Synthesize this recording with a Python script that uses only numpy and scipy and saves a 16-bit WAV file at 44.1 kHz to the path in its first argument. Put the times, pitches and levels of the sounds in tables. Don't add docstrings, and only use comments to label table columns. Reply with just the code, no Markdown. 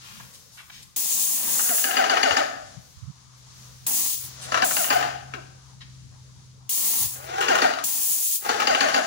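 import sys
import numpy as np
from scipy import signal
from scipy.fft import rfft, irfft, next_fast_len
from scipy.io import wavfile
from scipy.ndimage import uniform_filter1d

SR = 44100
rng = np.random.default_rng(int(sys.argv[2]) if len(sys.argv) > 2 else 0)


def generate_wav(signal):
    frames = np.transpose(np.atleast_2d(signal))
    scaled = np.clip(frames, -1, 1) * 32767
    pcm = np.round(scaled).astype(np.int16)
    wavfile.write(sys.argv[1], SR, pcm)


N = 399546
TIME = np.arange(N) / SR

# (time [s], level [dB])
ENGINE_LEVEL = [(0, -51), (.8, -66), (1.6, -60), (2.9, -56), (3.5, -48), (4.4, -44), (5.35, -41),
                (5.62, -48), (5.95, -42.5), (6.5, -46.5), (7.25, -44), (7.9, -61.5), (9.06, -63)]
# (time [s], frequency [Hz])
ENGINE_PITCH = [(3.7, 127), (4.4, 128.5), (5.2, 130.3), (6.6, 128)]
# (multiple of the pitch [ratio], level [dB])
ENGINE_PARTIALS = [(.5, -17), (.66, -23.5), (1, -5.5)]
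# (time [s], level [dB])
AIR_ENVELOPE = [(0, -49), (.5, -52.5), (.9, -59.5), (2.75, -51), (3.05, -55.5), (3.27, -55.5), (3.55, -52),
                (4.4, -43), (5.5, -55.5), (6.0, -57), (6.6, -57), (9.06, -38.5)]
# (frequency [Hz], level [dB])
AIR_SPECTRUM = [(150, -1), (260, -5), (400, -11), (800, -8), (1150, -4), (1700, -7), (2700, -8), (3800, -3),
                (6500, 0), (8500, -11), (10500, -11.5), (13300, -28), (15000, -22)]
# (frequency [Hz], level [dB])
FAR_BANDS = [(510, -73), (900, -70), (1150, -69)]
# (time [s], duration [s], level [dB], centre [Hz], left minus right [dB])
WIND_BUMPS = [(0.061, 0.27, -50.5, 152, 2), (2.304, 0.044, -47, 93, 22), (2.752, 0.059, -49.5, 115.2, 28),
              (2.965, 0.038, -54, 80.5, -26), (3.007, 0.071, -45, 93, -21.5), (3.07, 0.05, -43, 125, -25),
              (6.997, 0.092, -34, 110.4, 25)]
# (time [s], duration [s], level [dB], centre [Hz])
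BRIEF_NOISES = [(.0, 0.34, -47, 2180), (.01, 0.55, -49, 10060), (.197, 0.014, -37.5, 1220),
                (.33, 0.045, -44.5, 5700), (.51, 0.16, -50.5, 6660), (.57, 0.057, -41.5, 1880),
                (.62, 0.33, -52.5, 10100), (.697, 0.0096, -37.5, 1710), (.71, 0.14, -43.5, 3560),
                (.822, 0.015, -40.5, 5970), (2.78, .24, -58, 9480), (3.33, 0.029, -65, 1150),
                (3.36, .07, -62, 8000), (3.52, 0.52, -56, 10000), (4.41, 0.07, -37, 5400),
                (5.805, 0.033, -39, 2540), (5.98, .06, -61, 3980), (6.11, .07, -61, 950)]
# (start [s], run-up [s], time powered [s], full clatter [dB], clatter build-up [s])
MOTOR_RUNS = [(1.06, 0.7, 1.314, -24.5, 0.55), (3.98, 0.65, 1.083, -30, 0.59),
              (6.72, .72, .96, -23.5, 0.72), (8.32, 0.31, 0.65, -25.5, 0.14)]
MESH_HARMONICS = [-4, -8, -8.5, -8]
# (frequency [Hz], half width [Hz], lift [dB])
GEARBOX_RESONANCES = [(722, 106, 4.5), (1575, 53, 5)]
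# (frequency [Hz], level [dB], t60 [s], low clang share [ratio], high clang share [ratio])
CYLINDER_MODES = [(1296, 9, 0.0093, 0, 0.086), (1483, 2.5, 0.012, 0.31, 0), (1774, 7, 0.014, 0.93, 0.027),
                  (2854, 12.5, 0.012, 0.17, 0.62), (6610, 3, 0.037, 0.87, 0.44)]
# (time [s], level [dB], valve ping [dB], low clang [dB], high clang [dB],
# speed lost [fraction], gear groan [dB])
PISTON_STROKES = [(1.691, -10, -13, -1, -9, .31, -27), (1.8413, -10.5, -1, 7, 8, .19, -29),
                  (1.969, -13.5, -7, 8, 1, .26, -29), (2.098, -14.5, -6, 8, 0, .29, -31),
                  (2.2316, -6.5, 0, 2.5, 3, .31, -25.5), (2.369, -10, -7, 6, -7, .26, -30),
                  (4.5202, -19, -18, -3, -1, .2, -42), (4.622, -13.5, -7, 2.5, 0, .34, -27),
                  (4.767, -9.5, -5, 3.5, 13, .28, -23), (4.9035, -9, -4.5, -1, 2, .17, -27.5),
                  (5.337, -24, -45, -3, -7.5, .2, -46.5), (7.484, -12.5, -11, 0, 5, .28, -28),
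                  (7.6205, -9, -4, -1.5, -3, .27, -33.5), (8.4915, -14, -16, -13, -10, .36, -31),
                  (8.673, -9, 1, 0, 8, .28, -28.5), (8.8083, -7, -1, 1, -2, .29, -26.5),
                  (8.9442, -11.5, -7, 4, -1, .26, -30.5)]
# (time [s], level [dB], low clang [dB], high clang [dB], tick [dB])
VALVE_KNOCKS = [(1.592, -14, -5, 2, -30), (1.781, -20, 3.5, 11, -30), (1.909, -21.5, 1, 10, -24),
                (2.04, -23.5, 4.5, 5, -20), (2.1699, -15, -1, -2, -14), (2.308, -16, -1, 0, -19),
                (4.5425, -14.5, -7, -4, -20), (4.5731, -17, -6, -11, -22), (4.7093, -14.5, -3, -2, -25),
                (4.843, -15.5, -1, 4, -25), (4.921, -18, -9, -7, -22), (5.0254, -22.5, 2, -5, -39),
                (7.411, -18.5, -8, 6, -6), (7.424, -20, -3, 0, -24), (7.553, -14.5, -1, 1, -6),
                (7.587, -22, -3, -7, -24), (7.736, -26, -4, -8, -28), (7.7856, -23.5, -12, -11, -36),
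                (8.6, -15.5, -11, -7, -8.5), (8.619, -18.5, 2.5, -15, -24), (8.748, -13.5, -13, 6, -14),
                (8.8841, -20.5, -2, -2, -17)]
# (frequency [Hz], left [dB], right [dB])
HOUSING_SPECTRUM = [(116, -21, -36), (253, -11.5, -14.5), (358, -10, -16.5), (755, -4.5, -6.5),
                    (960, -10, -17), (1550, -6.5, -11), (2190, -13.5, -23.5), (4350, -17.5, -29),
                    (6900, -20.5, -27.5), (7280, -25.5, -41), (11100, -37.5, -31), (13800, -41, -51),
                    (14700, -33.5, -38)]
# (open [s], shut [s], jet at start [dB], jet at end [dB],
# patter relative to the jet at start [dB], halfway [dB], at end [dB], opening snap [dB])
TRIGGER_PULLS = [(0.961, 1.854, -14, -8, -3, -1, -5, -40), (3.865, 4.144, -7, -12.5, -3, -1.5, -9.5, -32),
                 (4.643, 4.862, -12, -11.5, 8.5, -4, 4.5, -31),
                 (6.692, 7.034, -11, -7.5, -11.5, -1, 0.5, -33),
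                 (7.838, 8.362, -11.5, -13, -8.5, -2, -28, -37)]
# (frequency [Hz], left [dB], right [dB])
SPRAY_SPECTRUM = [(98, -26.5, -28.5), (252, -12.5, -17), (730, -16, -19), (1540, -19.5, -23),
                  (2380, -17, -24.5), (3800, -13.5, -21.5), (5820, -9.5, -16.5), (6450, -3.5, -10),
                  (8700, -5.5, -16), (10650, -12, -1.5), (11650, -4.5, -14), (12200, -26.5, -10),
                  (15570, 4, -6.5), (16150, -29, -18)]

TOP_HZ = 15900


def undb(db):
    return np.exp(np.asarray(db) * (np.log(10) / 20))


def unit(x):
    return x / np.sqrt(np.mean(x ** 2) + 1e-20)


def curve(rows):
    return np.interp(TIME, *np.transpose(rows))


def walk(rate_hz):
    steps = rng.standard_normal(2 ** 12)
    wander = np.interp(TIME * rate_hz, np.arange(len(steps)), steps)
    return unit(uniform_filter1d(wander, int(SR / rate_hz)))


def add(track, start_s, sound):
    i = max(int(start_s * SR), 0)
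    track[i:i + len(sound)] += sound[:max(N - i, 0)]


def band(x, lo_hz, hi_hz, order=2):
    edges = [lo_hz, min(hi_hz, SR / 2 - 1000)]
    return signal.sosfilt(signal.butter(order, edges, "band", fs=SR, output="sos"), x)


def cutoff(x, hz, kind, order):
    return signal.sosfilt(signal.butter(order, hz, kind, fs=SR, output="sos"), x)


def smooth(x, keep):
    return signal.lfilter([1 - keep], [1, -keep], x)


def colour(x, spectrum):
    hz, *columns = np.transpose(spectrum)
    size = next_fast_len(N + SR // 4)
    size += size % 2
    log_f = np.log(np.maximum(np.fft.rfftfreq(size, 1 / SR), 1))
    roll_off = np.clip(2 * (log_f - np.log(hz[0])), -10, 0)
    cepstrum = irfft([np.log(undb(np.interp(log_f, np.log(hz), db))) + roll_off for db in columns])
    cepstrum[:, 1:size // 2] *= 2
    cepstrum[:, size // 2 + 1:] = 0
    return irfft(rfft(x, size) * np.exp(rfft(cepstrum)))[:, :N]


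def tinted(x, spectrum):
    hz, *columns = np.transpose(spectrum)
    log_f = np.log(np.linspace(hz[0], TOP_HZ, 2 ** 10))
    power = np.mean([undb(np.interp(log_f, np.log(hz), db)) ** 2 for db in columns])
    return colour(x, spectrum) / np.sqrt(power * TOP_HZ / (SR / 2))


def puffs(rows, spread, rise):
    out = np.zeros(N)
    for start, length, db, hz in rows:
        progress = np.linspace(0, 1, int(max(length, .01) * SR))
        noise = unit(band(rng.standard_normal(SR), hz / spread, hz * spread, order=3)[-len(progress):])
        add(out, start, undb(db) * noise * np.sin(np.pi * progress ** rise))
    return out


def swell(times, sizes, delay_s, width_s):
    out, t = np.zeros(N), np.arange(-SR // 8, SR // 4) / SR
    for start, size in zip(times, sizes):
        add(out, start + t[0], size * np.exp(-((t - delay_s) / width_s) ** 2))
    return out


def response(lag_samples, early_db, early_s, tail_db, tail_t60, shared_hz):
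    t = np.arange(SR // 2) / SR
    white = rng.standard_normal((3, len(t)))
    low = smooth(white, np.exp(-2 * np.pi * shared_hz / SR))
    noise = low[2] + white[:2] - low[:2]
    early = unit(noise * np.exp(-t / early_s) * (t > .002))
    tail = unit(noise * np.exp(-np.log(1000) * t / tail_t60) * np.minimum(t / .03, 1))
    echoes = (undb(early_db) * early + undb(tail_db) * tail) / np.sqrt(len(t))
    echoes[:, 0] += 1
    echoes[0] = np.roll(echoes[0], int(lag_samples))
    return echoes / np.sqrt(np.sum(echoes ** 2) / 2)


def space(x, **walls):
    out = np.zeros((2, N))
    hop = SR // 2
    padded = np.pad(x, (hop, 2 * hop))
    for i in range(0, N + hop, hop):
        piece = padded[i:i + 2 * hop] * np.hanning(2 * hop)
        for ear, sound in zip(out, signal.fftconvolve(piece[None], response(**walls), axes=1)):
            add(ear, (i - hop) / SR, sound[max(hop - i, 0):])
    return out


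def linger(level, tail_db, t60):
    tail_power = smooth(level ** 2, undb(-120 / (t60 * SR)))
    return np.sqrt(level ** 2 + undb(tail_db) ** 2 * tail_power)


def gain_control(x, threshold_db=-35, ratio=2.047, attack_s=0.0012, release_db_per_s=275):
    treble = cutoff(x, 8900, "high", order=2)
    power = smooth(np.mean(treble ** 2, axis=0), np.exp(-1 / (attack_s * SR)))
    release_db = release_db_per_s * TIME
    held_db = np.maximum.accumulate(10 * np.log10(power + 1e-20) + release_db) - release_db
    return x * undb(-np.maximum(held_db - threshold_db, 0) * (1 - 1 / ratio))


def outdoor_air():
    breeze = undb(-58 + 2.3 * walk(6.1)) * unit(band(rng.standard_normal((2, N)), 58, 164))
    air = unit(colour(rng.standard_normal((2, N)), AIR_SPECTRUM))
    air *= undb(curve(AIR_ENVELOPE) + 1.3 * walk(14))
    for hz, db in FAR_BANDS:
        noise = band(rng.standard_normal((2, N)), hz / 1.2, hz * 1.144)
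        air += undb(db) * unit(noise * undb(11 * np.tanh(walk(21))))
    return (breeze + air) * np.array([[1.2], [.75]])


def distant_engine():
    phase = 2 * np.pi * np.cumsum(curve(ENGINE_PITCH) * (1 + 0.00433 * walk(3.065))) / SR
    hum = np.sqrt(2) * sum(np.sin(k * phase) * undb(db + 0.62 * walk(18)) for k, db in ENGINE_PARTIALS)
    noise = unit(band(rng.standard_normal((3, N)), 69, 154)) * undb(1.6 * walk(15))
    rumble = undb(-16) * (noise[0] + 1.7 * noise[1:])
    return undb(curve(ENGINE_LEVEL)) * (hum * np.array([[1.15], [.85]]) + rumble)


def wind():
    ports = [[(start, length, db + side * pan_db, hz) for start, length, db, hz, pan_db in WIND_BUMPS]
             for side in (.5, -.5)]
    return np.array([puffs(bumps, spread=1.346, rise=0.87) for bumps in ports])


def brief_noises():
    noises = space(puffs(BRIEF_NOISES, spread=1.93, rise=0.56), lag_samples=42,
                   early_db=5, early_s=0.0048, tail_db=0.5, tail_t60=0.52, shared_hz=800)
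    return noises * np.array([[1.2], [.85]])


def motor(coast_s=.42, unpowered_db=-11.5):
    speed, clatter, whine = np.zeros((3, N))
    for start, run_up_s, powered_s, db, build_s in MOTOR_RUNS:
        coasting = np.maximum(TIME - start - powered_s, 0)
        slowing = np.exp(-coasting / coast_s)
        turning = np.clip((TIME - start) / run_up_s, 0, 1) * slowing
        shaking = np.clip((TIME - start) / build_s, 0, 1) * slowing
        speed = np.maximum(speed, turning)
        clatter += shaking ** 5.45 * undb(db + unpowered_db * np.minimum(coasting / 0.1, 1))
        whine += turning ** 6.5 * undb(db - 13 + unpowered_db / 2 * np.minimum(coasting / 0.036, 1))
    return speed, clatter, whine


def gear_whine(mesh_hz, phase):
    out = 0
    for k, db in enumerate(MESH_HARMONICS, 1):
        flare_db = sum(lift_db / (1 + ((k * mesh_hz - hz) / width) ** 2)
                       for hz, width, lift_db in GEARBOX_RESONANCES)
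        out = out + undb(db + flare_db + 2 * walk(130)) * np.sin(k * phase)
    return out


def gear_clatter(phase, clacks_per_s=70, decay_s=.0016):
    impulses = (rng.random(N) < clacks_per_s / SR) * rng.uniform(.3, 1.3, N)
    clacks = undb(4) * signal.lfilter([1], [1, -np.exp(-1 / (decay_s * SR))], impulses)
    rattle = rng.standard_normal(N) * (1 + clacks) * undb(1.5 * walk(300))
    return band(unit(rattle * (1 + .5 * np.cos(phase))), 314, 22000, order=1)


def valve_tick(decay_s=0.0063):
    t = np.arange(SR // 16) / SR
    return band(rng.standard_normal(len(t)), 8500, 19000) * np.exp(-t / decay_s)


def valve_ping(hz=4690, decay_s=0.002):
    t = np.arange(SR // 16) / SR
    ring = np.sin(2 * np.pi * hz * (1 + 0.025 * rng.standard_normal()) * t) * np.exp(-t / decay_s)
    return (ring + undb(-8) * valve_tick()) * np.minimum(t / 0.00038, 1)


def knock(low_db, high_db, crack_s, rise_s, ring_db):
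    t = np.arange(SR // 8) / SR
    crack = rng.standard_normal(len(t)) * np.exp(-t / crack_s)
    ring = 0
    for hz, db, t60, low_share, high_share in CYLINDER_MODES:
        swing = np.sin(2 * np.pi * hz * (1 + 0.01 * rng.standard_normal()) * t)
        mode_db = db + low_share * low_db + high_share * high_db + 1.5 * rng.standard_normal()
        ring = ring + undb(mode_db) * swing * np.exp(-np.log(1000) * t / t60)
    crack = unit(band(crack, 720, 13400, order=1)) * np.sqrt(np.mean(crack ** 2))
    return (crack + undb(ring_db) * ring) * np.minimum(t / rise_s, 1)


def piston(frame_hz=273):
    knocks, thumps = np.zeros((2, N))
    t = np.arange(SR // 4) / SR
    thump = np.sin(2 * np.pi * frame_hz * t) * np.minimum(t / 0.0049, 1) * np.exp(-t / 0.013)
    for start, db, ping_db, low_db, high_db, *_ in PISTON_STROKES:
        add(knocks, start - .002, undb(ping_db) * valve_ping())
        blow = knock(low_db, high_db, crack_s=0.0064, rise_s=0.00092, ring_db=-7.5)
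        bright_hz = 20000 * undb(min(db + 12.5, 0))
        add(knocks, start, undb(db) * band(blow, 104, bright_hz, order=1))
        add(thumps, start + 0.0016, undb(db - 16) * thump)
    for start, db, low_db, high_db, tick_db in VALVE_KNOCKS:
        add(knocks, start, undb(tick_db) * valve_tick())
        blow = knock(low_db, high_db, crack_s=0.011, rise_s=0.0014, ring_db=-1.5)
        add(knocks, start, undb(db) * band(blow, 300, 5600, order=1))
    return knocks, thumps


def pump(full_mesh_hz=852.8):
    speed, clatter_level, whine_level = motor()
    knocks, thumps = piston()
    times, stroke_db, *_, speed_lost, groan_db = np.transpose(PISTON_STROKES)
    sag = swell(times, speed_lost, delay_s=.065, width_s=.039)
    groan = swell(times, undb(groan_db), delay_s=0.032, width_s=0.029)
    slack = undb(-9.5 * swell(times, np.ones(len(times)), delay_s=-0.0056, width_s=0.015))
    grind = swell(times, undb(stroke_db - 13), delay_s=0.0061, width_s=0.024)
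    mesh_hz = full_mesh_hz * speed * (1 - sag) * (1 + 0.01034 * walk(200))
    phase = 2 * np.pi * np.cumsum(mesh_hz) / SR
    whine = gear_whine(mesh_hz, phase) * (whine_level * slack + groan)
    clatter = gear_clatter(phase) * (clatter_level + grind) * slack
    blows = space(clatter + knocks, lag_samples=22,
                  early_db=-2, early_s=0.007, tail_db=-4, tail_t60=0.63, shared_hz=930)
    tones = space(whine + thumps, lag_samples=25,
                  early_db=-6, early_s=0.0047, tail_db=-5.5, tail_t60=0.75, shared_hz=900)
    return tinted(blows + tones, HOUSING_SPECTRUM)


def spits():
    snaps = [(start, .012, snap_db, 3200) for start, *_, snap_db in TRIGGER_PULLS]
    return puffs(snaps, spread=1.3, rise=.5) * np.array([[1.3], [.6]])


def droplets(grain_db, direct, lag_samples=39):
    noise = unit(rng.standard_normal((3, N)) * undb(grain_db * rng.exponential(size=(3, N))))
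    return unit(noise[:2] + direct * np.array([np.roll(noise[2], lag_samples), noise[2]]))


def spray(crossover_hz=2600, surge_db=4, beam_db=2.4):
    flow, impacts = np.zeros((2, N))
    for start, stop, first_db, last_db, *patter_db, _ in TRIGGER_PULLS:
        needle = np.clip((TIME - start) / 0.0051, 0, 1) * np.exp(-np.maximum(TIME - stop, 0) / 0.024)
        surge = np.exp(-np.maximum(TIME - start, 0) / .012)
        jet = needle * undb(np.interp(TIME, [start, stop], [first_db, last_db]) + surge_db * surge)
        flow += jet
        impacts += jet * undb(np.interp(TIME, np.linspace(start, stop, len(patter_db)), patter_db))
    hiss = droplets(grain_db=0.1, direct=0.4) * linger(flow, tail_db=-6.5, t60=0.31)
    hiss = cutoff(hiss * undb(1.9 * walk(23) + 0.33 * walk(430)), crossover_hz, "high", order=3)
    patter = droplets(grain_db=3, direct=1) * linger(impacts, tail_db=-16, t60=0.55)
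    patter = cutoff(patter, crossover_hz, "low", order=3) * undb(1.5 * walk(12))
    delayed_time = TIME - .0011 - .00015 * walk(2)
    patter += .45 * np.array([np.interp(delayed_time, TIME, ear) for ear in patter])
    beam = sum(band(hiss, lo_hz, hi_hz, order=1) * (undb(beam_db * np.tanh(walk(7))) - 1)
               for lo_hz, hi_hz in [(3000, 5000), (5800, 8500), (10000, 15000)])
    return tinted(hiss + beam + patter, SPRAY_SPECTRUM)


def scene():
    return brief_noises() + spray() + spits() + pump() + wind() + distant_engine() + outdoor_air()


def record(dry):
    ceiling = .8
    rounded = ceiling * np.tanh(gain_control(dry) / ceiling)
    return signal.sosfilt(signal.ellip(10, .2, 70, TOP_HZ, fs=SR, output="sos"), rounded)


dry = scene()
out = record(dry)
generate_wav(out)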